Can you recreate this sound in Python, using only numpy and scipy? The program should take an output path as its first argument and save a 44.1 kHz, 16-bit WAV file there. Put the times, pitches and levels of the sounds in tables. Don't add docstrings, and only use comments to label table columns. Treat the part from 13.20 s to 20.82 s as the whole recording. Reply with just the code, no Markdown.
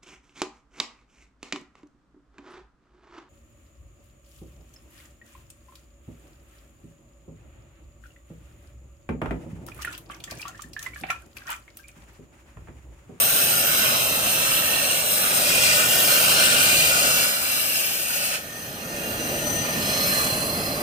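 import sys
import numpy as np
from scipy import signal
from scipy.fft import rfft, irfft, next_fast_len
from scipy.io import wavfile
from scipy.ndimage import uniform_filter1d, map_coordinates

SR = 44100
rng = np.random.default_rng(int(sys.argv[2]) if len(sys.argv) > 2 else 0)


def dump(signal):
    limited = np.clip(np.atleast_2d(signal).T, -1, 1)
    pcm = np.round(limited * 32767).astype(np.int16)
    wavfile.write(sys.argv[1], SR, pcm)


def elevation(decibels):
    levels = np.asarray(decibels, float)
    return 10 ** (levels / 20)


N = 336042
CUT_S = 5.155

# start_s [s], strength_db [dB], kerf_openness_db [dB]
JET = [(0.0, -28, 3), (0.76, -25, -4.5), (0.86, -28.5, -0.5), (1.34, -25.5, -3.5), (1.47, -29, 0),
       (1.7, -27.5, -5), (1.83, -30.5, 2), (2.5, -21.5, -6.5), (2.66, -25, -1), (2.94, -24, 1),
       (3.17, -22, -7), (3.64, -22.5, -5.5), (4.09, -26, -2.5), (4.11, -29.5, -2.5), (4.5, -28.5, 0.5),
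       (4.81, -32, 0), (5.02, -29.5, -2.5), (5.13, -29, -4.5)]
# frequency_hz [Hz], density_db [dB per Hz]
ROAR = [(700, -40), (1000, -2.5), (2000, 0.5), (4000, -3), (6500, -1.5), (7200, 1), (9000, -1), (11000, -1),
        (13500, 0), (15200, 1)]
# centre_hz [Hz], width_hz [Hz], left_db [dB], right_db [dB]
EARLY = [(1070, 160, -10, -0.5), (1444, 230, -3, 9), (1980, 41, -13, -8.5), (1650, 43, -5, -5.5),
         (2750, 200, 1, 10.5), (3300, 130, -0.5, 4), (3670, 64, -9, -4), (3880, 340, 5.5, 6),
         (4520, 120, -8, -4), (7200, 220, 3.5, -4), (7320, 350, -3.5, -11), (8840, 330, 7, 3.5),
         (8650, 150, 4.5, 4), (14100, 200, 6, 0), (5400, 580, 2, -1), (10000, 250, 4.5, -3),
         (15000, 350, 0, 2.5)]
MIDDLE = [(1060, 150, -4.5, 0), (1436, 163, -1, 9), (2140, 85, 0.5, -12), (1710, 94, -4, -5),
          (2560, 40, -1, -13), (2416, 73, 5, 9.5), (2756, 183, 8, 7.5), (3230, 96, 1.5, 9.5),
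          (3600, 120, 1.5, 0), (4200, 140, -5, 7), (4800, 220, 6, -1.5), (5540, 120, 2, -1.5),
          (7500, 360, -2.5, -7), (8640, 490, 6, 1.5), (9660, 380, -3.5, -3.5), (12400, 1400, 1, -1)]
LATE = [(1030, 110, -14, -2), (1397, 135, -14, 5.5), (2380, 140, 1.5, 3.5), (2060, 49, -8, -4),
        (4640, 160, -3, -5), (2790, 180, 2.5, 9), (3520, 100, -3, 2.5), (4130, 160, 2, 6.5),
        (5460, 440, 8, 3.5), (5740, 105, -13, -12), (7350, 130, -6, -3), (7440, 180, -1, -16),
        (8830, 260, 5.5, 1), (12900, 1800, 2.5, -3)]
MOVES = [
    2.21,
    3.97,
]


def torch():
    hz, t = frames(size=1024)
    strength_db, open_db = curves(JET, t, before_db=None, after_db=None)
    roar_db = strength_db - 260 * np.clip(t - CUT_S, 0, 1)
    dull_db = 4.5 * np.clip((t - CUT_S) / 0.072 + 1, 0, 1)
    flutter = 0.38 * wobble(12, t) + 0.27 * wobble(30.07, t)

    hiss_db = -0.5 + 0.25 * open_db - dull_db + 0.19 * flutter + 0.26 * wobble(12, t)
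    fizz_db = 1.5 + open_db - dull_db + 0.43 * flutter + 1.1 * wobble(30.02, t)
    level_db = roar_db + flutter + hiss_db * above(hz, edge_hz=6850)
    level_db = level_db + (fizz_db - hiss_db) * above(hz, edge_hz=10500)

    lean, shade = (np.clip((t - s) / 0.37 + .5, 0, 1) for s in MOVES)
    near_db = (1 - lean) * reflected(EARLY, hz)
    near_db = near_db + lean * (1 - shade) * reflected(MIDDLE, hz)
    near_db = near_db + shade * reflected(LATE, hz)
    crackle = elevation(0.38 * wobble(300, np.arange(N) / SR))
    return crackle * rush(ROAR, level_db + near_db, patchy_db=1.01, echo=0.6, size=1024)


# start_s [s], level_db [dB]
GRIND = [(5.1, -42), (5.22, -37), (5.64, -35.5), (5.78, -32), (6.06, -29.3), (6.34, -28.5), (6.8, -24.5),
         (7.04, -25), (7.32, -30.5), (7.62, -30)]
# frequency_hz [Hz], density_db [dB per Hz]
RASP = [(750, -45), (1000, 1), (2000, 0), (3500, -5.5), (5000, -5), (6800, -6), (9500, -7), (12000, -5),
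        (15000, -3.5)]
# centre_hz [Hz], width_hz [Hz], left_db [dB], right_db [dB]
FAR = [(1050, 120, -9, 0.5), (1260, 207, 0, 7), (1790, 75, 4, 6), (2660, 245, -1, 9), (3640, 120, -7, -4),
       (5560, 150, -4, -2), (4100, 220, 2, 9.5), (5950, 200, 6.5, -0.5), (7500, 320, 0.5, -12),
       (8930, 210, 10, 5), (10500, 460, -1, -3.5), (15600, 80, 4, 4), (3340, 97, 6, 6), (9040, 150, -6, -5),
       (12000, 270, 6, -1), (13000, 970, 0, -2.5)]


def grinder():
    hz, t = frames(size=2048)
    rasp_db, = curves(GRIND, t, before_db=-44, after_db=None)
    bright_db = 1.0 + 2 * (t > 6.85) + 0.84 * wobble(9, t)
    level_db = rasp_db - 6.5 + bright_db * above(hz, edge_hz=7000)
    level_db = level_db + 1.4 * wobble(13, t) * above(hz, edge_hz=10600)
    many_modes = np.clip(field((len(hz), len(t)), bins=1, frames=22) - .6, 0, 3)
    small_db = 1.9 * many_modes * above(hz, edge_hz=3100)
    return rush(RASP, level_db + small_db + reflected(FAR, hz), patchy_db=1.2, echo=0.66, size=2048)


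# loudest_s [s], half_length_s [s], pitch_hz [Hz], level_db [dB]
SING = [(1.45, .3, 1829, -41), (2.7, .4, 1829, -39), (2.94, .08, 4194, -32), (3.2, .09, 4194, -31),
        (5.34, .17, 1829, -47), (5.4, .2, 6176, -51), (5.5, .2, 11095, -50), (5.6, .3, 4197, -53),
        (5.6, .4, 6056, -52), (5.75, .15, 1829, -45), (5.8, .15, 6176, -45), (5.95, .3, 2789, -45),
        (6.05, .12, 6085, -40), (6.15, .3, 4040, -49), (6.25, .3, 11694, -43), (6.27, .15, 6028, -42),
        (6.3, .3, 3026, -46), (6.35, .4, 8694, -37), (6.36, .2, 6056, -32), (6.4, .7, 8927, -46),
        (6.45, .3, 1829, -41), (6.8, .25, 5152, -34), (6.78, .2, 4198, -35), (7.05, .3, 4168, -36),
        (7.2, .3, 11095, -31), (7.2, .4, 4828, -47), (7.35, .28, 4198, -36), (7.45, .2, 5140, -45),
        (7.5, .35, 4769, -39)]
# pitch_hz [Hz], level_db [dB]
CHORUS = [(4287, -42), (4318, -44), (4497, -43), (5577, -45), (6176, -36), (7227, -48), (8400, -45),
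          (9615, -45), (10255, -43), (11307, -43), (11995, -43), (12055, -48), (12174, -47), (14663, -43)]


def singing_steel():
    out = np.zeros((2, N))
    t = np.arange(N) / SR
    wheel_hz = 29
    throb = 1 + .25 * np.sin(2 * np.pi * wheel_hz * t + 2.5 * wobble(6, t))
    chorus = [(6.93 + .06 * rng.standard_normal(), .33, hz, db) for hz, db in CHORUS]
    for s, half, hz, db in SING + chorus:
        near = slice(round(max(s - 2 * half, 0) * SR), round((s + 2 * half) * SR))
        now = t[near]
        age = now - s + 2 * half

        width_hz = 8.94 * 2 ** ((-35 - db) / 13.5)
        knots, grid = rng.standard_normal((4, 200)), np.arange(200)
        rates = [width_hz, width_hz, 70, 70]
        size, drift, *skirt = (np.interp(age * rate % 199, grid, k) for k, rate in zip(knots, rates))
        own = (1 + 0.36 * size) * np.exp(1.2j * drift) + 0.43 * (skirt[0] + 1j * skirt[1])

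        ports_db = reflected(FAR, np.array([hz]))[:, 0]
        sideways_db = 1.72 * (ports_db - ports_db.mean())
        swell = elevation(db - 3 - 11.5 * ((now - s) / half) ** 2 + sideways_db)
        lag = np.array([[0], [1.3 * (hz > 7000)]])
        line = np.real(1.57 * own * np.exp(1j * (2 * np.pi * hz * now + lag)))
        out[:, near] += swell * throb[near] * line
    return out


# start_s [s], level_db [dB]
SHOP = [(0, -41), (.75, -39), (1.5, -40.5), (2.02, -41), (2.25, -37.5), (3.8, -36.5), (4.08, -41),
        (4.16, -44), (4.8, -47), (5.3, -45), (5.55, -41.5), (5.95, -34), (7.62, -32)]
# frequency_hz [Hz], density_db [dB per Hz]
RUMBLE = [(12, -48), (20, -18.5), (92, -2.5), (129, 0.5), (260, 0), (297, -4.5), (342, -3), (411, -8),
          (450, -2.5), (580, -24), (990, -120)]
BOOM = [(240, -20), (400, -14.5), (585, -0.5), (740, -7.5), (843, -8.5), (950, -13.5), (1240, -30),
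        (2090, -120)]


def shop():
    t = np.arange(N) / SR
    rumble_db, = curves(SHOP, t, before_db=None, after_db=None)
    flame_db = 6 * np.clip(1 - (t - CUT_S) / 0.1, 0, 1)
    low = rush(RUMBLE, np.array([[[-1.2]], [[1.2]]]), patchy_db=0.5, echo=0.11, size=2048)
    boom = rush(BOOM, np.array([[[-.3]], [[.3]]]), patchy_db=1.07, echo=0.1, size=2048)
    return elevation(rumble_db) * (low + elevation(flame_db - 1.5) * boom)


# frequency_hz [Hz], likeness [0 to 1]
ALIKE = [(60, 0.94), (300, .97), (700, 0.97), (950, 0.54), (1300, 0.77), (2000, 0.57), (2700, 0.59),
         (4000, 0.46), (8500, 0.79), (15000, 0.3)]
# frequency_hz [Hz], lead_rad [radians]
LEAD = [(450, 0), (800, .2), (1050, 2.5), (1500, 3), (2200, 2.5), (2700, 0.23), (3300, 1), (8000, 1.23)]


def rush(spectrum, extra_db, patchy_db, echo, size):
    hz, t = frames(size)
    a, b = signal.stft(rng.standard_normal((2, N)), nperseg=size)[2]
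    colour = elevation(along(spectrum, hz))
    colour = colour[:, None] / np.sqrt(np.mean(colour[hz < 7000] ** 2) * 7000 / hz[-1])

    shared = field(a.shape, bins=4, frames=60)
    echo_phases = [2.5 * (shared + 0.39 * field(a.shape, bins=4, frames=60)) for _ in range(2)]
    combs = np.array([1 - echo * np.exp(1j * phase) for phase in echo_phases])

    loose = above(hz, edge_hz=3200) - above(hz, edge_hz=7670) + above(hz, edge_hz=9300)
    lead = along(LEAD, hz)[:, None] + 1.31 * loose * field(a.shape, bins=8, frames=80)
    turn = np.arccos(np.clip(along(ALIKE, hz), -1, 1))[:, None] / 2
    left = np.cos(turn) * a + np.sin(turn) * b
    right = (np.cos(turn) * a - np.sin(turn) * b) * np.exp(1j * lead)
    patches_db = patchy_db * field(a.shape, bins=8, frames=3)
    ports = np.array([left, right]) * colour * combs * elevation(extra_db + patches_db)
    return signal.istft(ports, nperseg=size)[1][:, :N]


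def reflected(bumps, hz):
    lifts = [np.outer([l, r], np.exp(-.5 * ((hz - c) / w) ** 2)) for c, w, l, r in bumps]
    return sum(lifts)[..., None]


def unit(x):
    return x / np.sqrt(np.mean(x ** 2) + 1e-20)


def along(points, hz):
    f, v = np.transpose(points)
    return np.interp(np.log(hz + 1), np.log(f + 1), v)


def curves(rows, t, before_db, after_db):
    s, level, *cols = np.transpose(rows)
    return [np.interp(t, s, level, before_db, after_db)] + [np.interp(t, s, c) for c in cols]


def wobble(rate, t):
    knots = rng.standard_normal(int(N * rate / SR) + 4)
    return map_coordinates(knots, [t * rate], mode="nearest")


def field(shape, bins, frames):
    f = rng.standard_normal(shape)
    for _ in range(2):
        f = uniform_filter1d(uniform_filter1d(f, bins, 0), frames, 1)
    return unit(f)


def frames(size):
    hop = size // 2
    return np.fft.rfftfreq(size, 1 / SR), np.arange(-(-N // hop) + 1) * hop / SR


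def above(hz, edge_hz):
    return .5 + .5 * np.tanh((hz[:, None] - edge_hz) / 300)


def scene():
    return torch() + grinder() + singing_steel() + shop()


def top_cut(x):
    return signal.sosfilt(signal.butter(12, 16590, fs=SR, output="sos"), x)


def record(dry):
    m = next_fast_len(N)
    loss_db = np.clip(np.fft.rfftfreq(m, 1 / SR) - 15490, 0, 150)
    kept = irfft(rfft(dry, m) * elevation(-loss_db), m)[:, :N]
    return top_cut(kept)


dry = scene()
out = record(dry)
dump(out)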